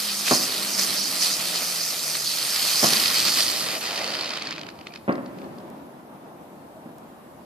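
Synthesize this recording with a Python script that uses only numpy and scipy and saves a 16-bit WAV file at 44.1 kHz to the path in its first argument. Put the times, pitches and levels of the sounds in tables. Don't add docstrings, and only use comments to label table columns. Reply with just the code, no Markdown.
import sys
import numpy as np
from scipy import signal
from scipy.fft import rfft, irfft, next_fast_len
from scipy.io import wavfile
from scipy.ndimage import uniform_filter1d, map_coordinates

SR = 44100
rng = np.random.default_rng(int(sys.argv[2]) if len(sys.argv) > 2 else 0)


def store_wav(level_fs):
    pcm = np.round(np.clip(np.atleast_2d(level_fs), -1, 1) * 32767)
    wavfile.write(sys.argv[1], SR, pcm.T.astype(np.int16))


N = 328538

# (frequency [Hz], correlation [0-1])
FAR_CORRELATION = [(60, 0.43), (200, 1), (600, 0.59), (1200, .05), (8000, .03)]
# (frequency [Hz], time to fall 60 dB [s])
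FRONTS_T60 = [(80, 0.243), (250, 0.87), (600, 0.37), (2000, 0.37), (8000, 0.14)]
# (time [s], direction [negative turned away, positive facing us])
JET_FACING = [(0, -0.31), (.1, -0.42), (.18, 0.34), (.27, -0.43), (.34, 0.89), (.44, 0.92), (.49, -0.82),
              (.68, -0.79), (.74, 0.7), (.84, 0.36), (.89, -0.83), (.97, 0.34), (1.09, 0.32), (1.15, -0.69),
              (1.21, 0.99), (1.27, -0.6), (1.33, .6), (1.39, -0.44), (1.57, -0.35), (1.67, 0.83),
              (1.75, -0.65), (1.8, .5), (1.89, 1), (1.96, -.6), (2.06, 0.59), (2.15, -0.062), (2.2, 0.56),
              (2.3, -0.67), (2.44, -1.3), (2.51, 0.28), (2.57, -0.75), (2.76, -0.17), (2.81, 0.93),
              (2.89, 0.76), (2.94, -.6), (3.02, -0.06), (3.12, 0.0042)]


def amp(db):
    return 10 ** (np.asarray(db) / 20)


def unit(x):
    return x / np.sqrt(np.mean(x ** 2) + 1e-20)


def along(points, hz):
    f, v = np.transpose(points)
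    return np.interp(np.log(hz + 1), np.log(f + 1), v)


def curves(rows):
    s, *columns = np.transpose(rows)
    return [np.interp(np.arange(N) / SR, s, column) for column in columns]


def wobble(rate):
    knots = rng.standard_normal(int(N * rate / SR) + 4)
    return map_coordinates(knots, [np.arange(N) * rate / SR])


def swell(start, length, attack, release):
    t = np.arange(N) / SR - start
    return np.clip(t / attack, 0, 1) * np.exp(-np.clip((t - length) / release, 0, 20))


def filtered(x, response):
    size = next_fast_len(N + SR // 2)
    spectrum = rfft(x, size) * response(np.fft.rfftfreq(size, 1 / SR))
    return irfft(spectrum, size)[..., :N]


def pulse(spectrum, size=4096):
    cepstrum = irfft(np.log(amp(along(spectrum, np.fft.rfftfreq(size, 1 / SR)))))
    shape = irfft(np.exp(rfft(2 * cepstrum[:size // 2], size)))
    return shape / np.abs(shape).max()


def rush(spectrum, correlation, patchy_db, size=8):
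    noise = rng.standard_normal((2, N), dtype=np.float32)
    z = signal.stft(noise, nperseg=512)[2]
    field = uniform_filter1d(rng.standard_normal(z.shape[1:]), size=6, axis=0)
    field = uniform_filter1d(field, size=size, axis=1)
    patches = amp(patchy_db * unit(field)).astype(np.float32)
    pair = signal.istft(z * patches, nperseg=512)[1][:, :N]

    def mid_side_response(hz):
        likeness = np.clip(along(correlation, hz), -1, 1)
        return amp(along(spectrum, hz)) * np.sqrt(1 + np.outer([1, -1], likeness))

    mid, side = filtered(pair, mid_side_response)
    return unit(np.array([mid + side, mid - side]))


def placed(pair, lead_ms, right_db):
    shift = lead_ms * SR / 1000
    left = map_coordinates(pair[0], [np.arange(N) - shift], order=5)
    return np.array([left * amp(-right_db / 2), pair[1] * amp(right_db / 2)])


def motor():
    fast_hz, slow_hz, halfway_s, steepness = 201, 78, 2.37, 3.1
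    start_db, fade_db_per_s = -44, 3.5
    stops_s, stop_db_per_s = 3.6, 9
    t = np.arange(N) / SR
    hz = slow_hz + (fast_hz - slow_hz) / (1 + (t / halfway_s) ** steepness)
    phase = 2 * np.pi * np.cumsum(hz * (1 + 0.011 * wobble(9))) / SR
    level_db = start_db - fade_db_per_s * t - stop_db_per_s * np.maximum(t - stops_s, 0)
    return amp(level_db + 2.2 * wobble(8.9)) * np.sin(phase)


def town():
    # (frequency [Hz], relative density [dB])
    town_spectrum = [(25, -60), (50, -47.5), (100, -17), (150, -3), (240, -1.5), (335, -2), (400, -6.5),
                     (500, -7), (620, -3.5), (1000, -8), (1400, -16), (2200, -23.5), (5500, -31.5),
                     (14000, -39)]
    deep_spectrum = [(20, -25), (45, -20), (75, -6), (100, -4), (150, -18), (300, -32.5)]
    # (time [s], relative rumble level [dB], relative deep level [dB])
    rumble_levels = [(0, -50, -69), (.8, -42.5, -83), (1.8, -49.5, -96), (2.75, -47.5, -85),
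                     (3.1, -43, -62), (4.5, -45, -74), (4.63, -43, -68), (4.78, -45, -66),
                     (5.03, -48, -63.5), (5.45, -43.5, -62.5), (6.02, -46.5, -72), (6.22, -48, -71),
                     (6.6, -47, -66), (7.0, -47, -69.5), (7.45, -48.5, -65)]
    # (start [s], length [s], gain [dB])
    rolls = [(5.412, .04, 2), (5.61, 0.15, 1), (6.109, 0.047, 2), (6.205, 0.082, 2.5), (6.968, .08, 1)]
    roll_attack_s, roll_release_s = 0.021, 0.03
    rumble_db, deep_db = curves(rumble_levels)
    for s, length, db in rolls:
        rumble_db = rumble_db + db * swell(s, length, roll_attack_s, roll_release_s)
    rumble = amp(rumble_db + 2.5 + 0.233 * wobble(7.0)) * rush(town_spectrum, FAR_CORRELATION, patchy_db=0.93)
    deep = amp(deep_db + 5.5) * rush(deep_spectrum, FAR_CORRELATION, patchy_db=2.5)
    hiss_spectrum = [(300, 2), (6500, -8.0), (11000, -1.0), (15000, -2.0)]
    hiss = amp(-60.0) * rush(hiss_spectrum, FAR_CORRELATION, patchy_db=-2.0)
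    dulled = filtered(rumble, lambda hz: 1 / (1 + (hz / 6000) ** 2))
    return placed(dulled, lead_ms=0.2, right_db=-0.5) + deep + hiss


def ticks():
    # (time [s], relative level [dB])
    tick_list = [(5.7019, -37.5), (6.9842, -37.5)]
    clicks = np.zeros(N)
    for s, db in tick_list:
        clicks[round(s * SR)] = amp(db + 9.0)
    return filtered(clicks, lambda hz: 1j * hz / (3500 + 1j * hz))


def street(x, decay, build):
    hz, t, z = signal.stft(rng.standard_normal((2, 2 * SR)), SR, nperseg=256)
    turn = np.arccos(np.clip(along(FAR_CORRELATION, hz), -1, 1))[:, None] / 2
    mid, side = z[0] * np.cos(turn), z[1] * np.sin(turn)
    fade = amp(-60 * t / along(decay, hz)[:, None]) * (1 - np.exp(-t / build))
    tail = signal.istft(np.array([mid + side, mid - side]) * fade, SR, nperseg=256)[1]
    return signal.fftconvolve(x, tail / np.linalg.norm(tail[0]), axes=1)[:, :N]


def shells():
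    # (time [s], relative level [dB], wall echo gain [dB], tail gain [dB], right microphone's lead [ms],
    # echo path factor [-], bass gain [dB], knock gain [dB], treble gain [dB])
    shell_list = [(0.3112, -6.5, -7, -0.5, 0.18, .9, 1.5, 0, 0.5), (.522, -50, -3, -5, .1, 1, 2, 0, 0.5),
                  (2.829, -11, -1, 1.5, 0.22, 1.04, 4, 3, 5.5),
                  (5.079, -17.5, 7, 3.5, 0.27, 1.06, 0.5, -1, -1),
                  (6.8579, -30, -13, -3, 0.18, 1, 6, -3, -6), (6.892, -34, -14, -7, .14, 1, 4, 0, -6)]
    # (delay at path factor 1 [ms], relative level [dB])
    walls = [(4.8, -2), (13, 4), (18.5, -4.5), (28.5, -8), (58, -25.5), (96, -10)]
    # (frequency [Hz], relative level [dB])
    boom_spectrum = [(25, -47.5), (60, -26), (110, -9), (150, -2.5), (240, 1.5), (300, 0.5), (365, -2),
                     (470, -6.5), (620, 0.5), (720, -2.5), (880, -10.5), (1100, -7), (1450, -15.5),
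                     (1900, -16.5), (2800, -29), (4000, -45), (8000, -68.5)]
    # (frequency [Hz], time to fall 60 dB [s])
    street_t60 = [(80, 1.5), (250, 4.2), (800, 1.27), (3000, 1.8), (8000, 0.6)]
    scatter_db, scatter_t60_s = 3, 0.12
    scatter_above_hz = 260
    fronts_db, street_db = -15.5, -20
    t = np.arange(SR // 4) / SR
    out = np.zeros((2, N + 3 * SR))
    rough = signal.butter(1, scatter_above_hz, "high", fs=SR, output="sos")
    for s, db, echo_db, tail_db, lead_ms, detour, bass_db, knock_db, treble_db in shell_list:
        arrivals = np.zeros((2, SR // 2))
        paths = [(0.048, 0)]
        paths += [(ms * detour, wall_db + echo_db) for ms, wall_db in walls]
        for delay_ms, path_db in paths:
            scatter = signal.sosfilt(rough, rng.standard_normal(len(t))) * amp(-60 * t / scatter_t60_s)
            blow = amp(scatter_db) * scatter / np.linalg.norm(scatter)
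            blow[0] += 1
            for ear, late_ms in enumerate([delay_ms + abs(lead_ms), delay_ms]):
                at = round(late_ms * SR / 1000)
                arrivals[ear, at:][:len(t)] += amp(db + path_db) * blow
        tone = [(200, bass_db), (600, knock_db), (1300, treble_db)]
        boom = pulse([(hz, level + along(tone, hz)) for hz, level in boom_spectrum])
        direct = signal.fftconvolve(arrivals, boom[None], axes=1)
        short_tail = amp(fronts_db) * street(direct, FRONTS_T60, build=0.0112)
        long_tail = amp(street_db) * street(direct, street_t60, build=0.1)
        for part in direct, amp(tail_db) * (short_tail + long_tail):
            out[:, round(s * SR):][:, :part.shape[1]] += part
    return out[:, :N]


def knock_and_rings():
    # (time [s], frequency [Hz], envelope peak [dB], half width to 1/e [s])
    tone_bursts = [(6.7725, 640, -38.5, .008), (4.8705, 2400, -28.5, .0012), (4.9068, 2400, -43, .0025),
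                   (4.9236, 2400, -43, .002)]
    t = np.arange(N) / SR
    out = np.zeros(N)
    for s, hz, db, width in tone_bursts:
        envelope = amp(db) * np.exp(-((t - s) / width) ** 2)
        out += envelope * np.sin(2 * np.pi * hz * (t - s))
    return out


def puff(life):
    u = np.arange(SR // 20) / SR / life
    return (u * np.exp(1 - u)) ** 4


def spurts(rate, scatter, size_db, life):
    turns = np.cumsum(rate) / SR
    chance = rng.standard_normal((2000, 2))[:int(turns[-1])]
    turn_at = np.arange(len(chance)) + scatter * chance[:, 0]
    at = np.interp(turn_at, turns, np.arange(N)).astype(int)
    limited = 2 * np.tanh(chance[:, 1] / 2)
    sizes = amp(size_db * limited) ** 2 / rate[at]
    power = np.abs(signal.fftconvolve(np.bincount(at, sizes, N), puff(life))[:N])
    return power / power.mean()


def spits():
    # (time [s], relative level [dB], low body relative to that [dB])
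    spit_list = [(0.279, -15, -1), (0.793, -4, -16), (1.902, -13.5, -31), (2.151, -20.5, -2.5),
                 (2.559, -9, -17.5), (2.8667, -3, -27), (2.9225, -7.5, -24.5), (2.932, 0, -19),
                 (2.9668, -5.5, -15.5), (3.0354, -5.5, -15), (3.056, -6, -12), (3.865, -38, 4.5),
                 (3.877, -28, -7), (3.959, -14.5, -16), (3.975, -15.5, -4.5), (3.988, -17.5, -15),
                 (4.013, -24, 1.5), (4.042, -16, -11), (4.061, -25.5, -9), (4.075, -16, -21),
                 (4.101, -17.5, -11), (4.117, -16.5, -12.5), (4.137, -19, -6), (4.15, -16, -2.5),
                 (4.168, -19.5, -16), (4.193, -18.5, -4.5), (4.209, -14, -8.5), (4.223, -20.5, -17.5),
                 (4.244, -18, -7.5), (4.257, -20, -3), (4.275, -28, 2), (4.29, -17.5, -8.5),
                 (4.304, -18, -7.5), (4.317, -21, -10), (4.336, -17.5, -10.5), (4.352, -22, -13.5),
                 (4.3712, -16, -4), (4.4205, -15.5, -7), (4.44, -30, -2), (4.454, -21.5, -8),
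                 (4.47, -17.5, -9.5), (4.488, -26, -2.5), (4.507, -17, -6), (4.524, -26, 2.5),
                 (4.56, -28, 0), (4.5794, -33, 6), (4.592, -31, 1), (4.6118, -27, 1), (4.632, -37.5, 9),
                 (4.6647, -33.5, 4), (4.687, -28.5, 1.5), (4.7002, -34, -7), (4.711, -45, -3),
                 (4.788, -41, 3), (4.81, -39, 4), (4.8682, -27.5, 1), (4.8818, -36, -10), (4.9214, -42, -3),
                 (4.9367, -30, -0.5), (4.95, -40, 4), (4.9576, -30, 1), (4.973, -37, -1),
                 (5.1237, -30, -13), (5.153, -35, -5), (5.259, -36.5, -5), (5.385, -42.5, 4),
                 (5.415, -45, 3), (5.442, -53, 8), (5.583, -34, -12), (5.6, -44, -7)]
    peak_s, width_s = 0.0026, 0.0015
    skirt_db, skirt_s = -14, 0.0048
    bright, low = np.zeros(N), np.zeros(N)
    for s, db, body_db in spit_list:
        at = round((s + peak_s) * SR)
        bright[at] = amp(db - 11.5) ** 2
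        low[at] = amp(db + body_db - 5.5) ** 2
    t = np.arange(-SR // 20, SR // 20) / SR
    shape = np.exp(-(t / width_s) ** 2) + amp(skirt_db) ** 2 * np.exp(-np.abs(t) / skirt_s)
    return [np.sqrt(np.abs(signal.oaconvolve(kicks, shape, "same"))) for kicks in (bright, low)]


def burn():
    # (time [s], relative jet hiss [dB], relative sputter [dB], relative flame roar [dB])
    burn_levels = [(0, -33.5, -32, -37), (1.7, -33, -31.5, -36.5), (2.33, -35, -31.5, -39),
                   (2.72, -29.5, -25, -31.5), (2.95, -28.5, -27.5, -29), (3.45, -32.5, -27, -34),
                   (3.8, -40, -34, -32.5), (4.0, -45, -35, -33.5), (4.23, -51.5, -37.5, -36),
                   (4.52, -66, -44, -36.5), (4.72, -72.5, -53.5, -54)]
    # (start [s], length [s], hiss gain [dB], sputter gain [dB], roar gain [dB])
    surges = [(0.063, .05, -2, 4.5, 1), (0.25, 0.11, 3, 7.5, 7), (0.32, .03, 1.5, 2.5, -3),
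              (0.364, 0.1, -1.5, 2.5, 3), (0.47, 0.14, -1.5, 2, 0), (0.721, 0.045, -2, 3.5, -0.5),
              (0.769, 0.064, 4, 6, 4.5), (0.866, 0.1, -0.5, 3, 3), (0.956, 0.11, -1.5, 4.5, -2),
              (1.2, 0.069, 4, 9.5, 4), (1.297, 0.042, -1.5, 7, 1), (1.382, 0.021, -1, 1.5, 5.5),
              (1.514, 0.12, 0, -1.5, 2.5), (1.537, 0.037, -1, 8.5, -2), (1.784, 0.041, -0.5, 3, 1),
              (2.133, 0.026, 0, 2, 5), (2.24, 0.092, 1.5, 5.5, -1.5), (2.823, 0.049, 2, 3.5, 3.5),
              (3.027, 0.049, -1.5, 2, -1.5), (3.144, 0.043, 0, 5.5, 3.5), (3.241, 0.043, 1.5, 5, 5.5),
              (3.355, 0.051, 3, 6, 6)]
    attack_s, hiss_release_s, release_s = 0.02, 0.054, 0.016
    spin_sizzle_db, spin_roar_db = 1.76, -1.3
    waver_per_s, sizzle_waver_db, roar_waver_db = 16, 0.5, 0.42
    jet_db, sputter_db, flame_db = curves(burn_levels)
    facing, = curves(JET_FACING)
    choke_db = -11 * swell(3.772, 0.038, attack_s, release=0.0031)
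    sputter_db = sputter_db + spin_sizzle_db * facing + sizzle_waver_db * wobble(waver_per_s)
    sputter_db = sputter_db + 0.76 * choke_db
    flame_db = flame_db + spin_roar_db * facing + roar_waver_db * wobble(waver_per_s) + choke_db
    rise_db = 0
    for s, length, hiss_db, sizzle_db, roar_db in surges:
        surge = swell(s, length, attack_s, release_s)
        rise_db = rise_db + hiss_db * swell(s, length, attack_s, hiss_release_s)
        sputter_db = sputter_db + sizzle_db * surge
        flame_db = flame_db + roar_db * surge
    return jet_db + rise_db, sputter_db, flame_db, rise_db


def whistling(hz):
    # (frequency [Hz], width [Hz], level over the hiss [dB])
    whistles = [(6800, 46, -4), (8310, 90, -4), (11000, 50, -2), (13240, 25, -1.5), (14070, 30, -0.5)]
    peaks = sum(amp(db) ** 2 / (1 + (2 * (hz - centre) / width) ** 2) for centre, width, db in whistles)
    return np.sqrt(1 + peaks)


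def firework():
    # (time [s], spurts per second [1/s], relative share of sound in spurts [0-1],
    # relative hollow tube tone [dB], base share of the shrill sizzle [0-1])
    nozzle = [(0, 182, 0.87, -11.5, 0.43), (2.0, 178, 0.8, -5.5, 0.55), (3.1, 122, 0.72, -15, 0.22),
              (3.95, 105, 0.7, -1.5, 0.15), (4.25, 90, 0.7, -3, 0.07), (4.6, 66, 0.9, -17.5, 0)]
    # (frequency [Hz], correlation [0-1])
    near_correlation = [(300, 0.7), (700, 1), (1300, 0.3), (2500, 0.68), (4600, 0.74), (6500, 0.45),
                        (12000, 0.3)]
    # (frequency [Hz], relative density [dB])
    jet_spectrum = [(100, -71), (1000, -38), (3000, -5.5), (5500, 5.5), (6600, 5), (7100, 0.5), (8300, 5),
                    (9500, 3), (10800, 3), (11800, 1), (13200, 4), (14400, -5)]
    sputter_spectrum = [(1500, -52), (3000, -9), (3700, -8.5), (4300, 0), (4950, -1.5), (5500, -13.5),
                        (6200, -24.5), (7100, -23), (10000, -24), (15000, -53)]
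    shrill_spectrum = [(2500, -54), (3900, -7.5), (4500, 2.5), (5050, 4), (5600, -1.5), (6500, -2.5),
                       (7200, -12), (10000, -16.5), (15000, -37.5)]
    flame_spectrum = [(30, -76.5), (60, -45), (120, -14), (220, -4.5), (400, -5.5), (600, -9), (1250, 1),
                      (1650, -1), (2450, 2.5), (3300, -1), (4300, -4), (7000, -15.5), (15000, -47)]
    tube_spectrum = [(120, -43), (330, -6), (600, 4), (800, -0.5), (1100, -10.5), (2500, -35)]
    spent_s, cooling_db_per_s = 4.34, 19
    spin_shrill, spit_shrill = 0.75, 0.15
    grit_per_s, grit_db = 700, 1.8
    grit_from_s, grit_full_s = 2.8, 4.1
    t = np.arange(N) / SR
    jet_db, sputter_db, flame_db, rise_db = burn()
    rate, share, tube_db, shrill = curves(nozzle)
    share = share * amp(-0.8 * np.maximum(rise_db, 0))
    power = spurts(np.maximum(rate, 10), scatter=0.18, size_db=2.5, life=0.0022)
    cooling = amp(-cooling_db_per_s * np.maximum(t - spent_s, 0))

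    def gate(part):
        return cooling * np.sqrt(1 + np.clip(part * share, 0, 1) * (power - 1))

    hiss = unit(filtered(rush(jet_spectrum, near_correlation, patchy_db=2.0), whistling))
    jet = amp(jet_db + 4.5) * gate(0.36) * hiss

    facing, = curves(JET_FACING)
    shrill = np.clip(shrill * (1 + 0.17 * wobble(11)) + spin_shrill * facing, 0, 1)
    dull = rush(sputter_spectrum, near_correlation, patchy_db=2, size=3)
    keen = rush(shrill_spectrum, near_correlation, patchy_db=2.0, size=3)
    bright_spits, low_spits = spits()
    grit_depth = np.interp(t, [grit_from_s, grit_full_s], [0, 1])
    grit = amp(grit_db * grit_depth * (wobble(grit_per_s) + 0.2))
    steady = amp(sputter_db + 0.3) * gate(0.56) * grit
    strength = np.hypot(steady, bright_spits) + 1e-12
    keen_part = np.clip(shrill + spit_shrill * (bright_spits / strength) ** 2, 0, 1)
    sizzle = strength * (np.sqrt(1 - keen_part) * dull + np.sqrt(keen_part) * keen)

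    flame = amp(flame_db + 0.9) * gate(0.53 * share)
    roar = np.hypot(flame, low_spits) * rush(flame_spectrum, near_correlation, patchy_db=1.5, size=3)
    hollow = flame * amp(tube_db - 4) * rush(tube_spectrum, near_correlation, patchy_db=2, size=3)
    return filtered(jet + sizzle + roar + hollow, lambda hz: 1 - 1 / (1 + (hz / 95) ** 4))


def pavement(x, strength, dull_hz):
    bounce_ms = 1.598

    def response(hz):
        delay = np.exp(-2j * np.pi * hz * bounce_ms / 1000)
        return 1 + strength / (1 + (hz / dull_hz) ** 4) * delay

    return filtered(x, response)


def ports(hz):
    # (frequency [Hz], right over left [dB])
    right_louder = [(600, 0.5), (1200, 2.5), (2600, -1.5), (5000, 2.5), (9000, 0.9), (13000, 1.7)]
    # (frequency [Hz], phase by which the left microphone leads [rad])
    port_phase = [(1200, -0.1), (4000, 0.49), (5340, 0.4), (6200, 0), (6980, 1.0), (7750, 0.4),
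                  (8270, 0.89), (9650, -0.26), (10800, -0.1), (12800, 1.2), (15000, 0.2)]
    sides = np.array([[-.5], [.5]])
    return amp(sides * along(right_louder, hz)) * np.exp(-1j * sides * along(port_phase, hz))


def scene():
    # (time [s], right microphone's lead [ms])
    drift = [(2.9, 0.0018), (3.6, 0.054)]
    lead_ms, = curves(drift)
    near = pavement(firework(), strength=0.15, dull_hz=6820)
    near = filtered(placed(near, lead_ms, right_db=0.5), ports)
    near_echo = amp(-15.0) * street(near, FRONTS_T60, build=0.00417)
    return near + near_echo + ticks() + shells() + knock_and_rings() + town() + motor()


def record(dry):
    top_hz = 14650
    return filtered(dry, lambda hz: hz < top_hz)


dry = scene()
out = record(dry)
store_wav(out)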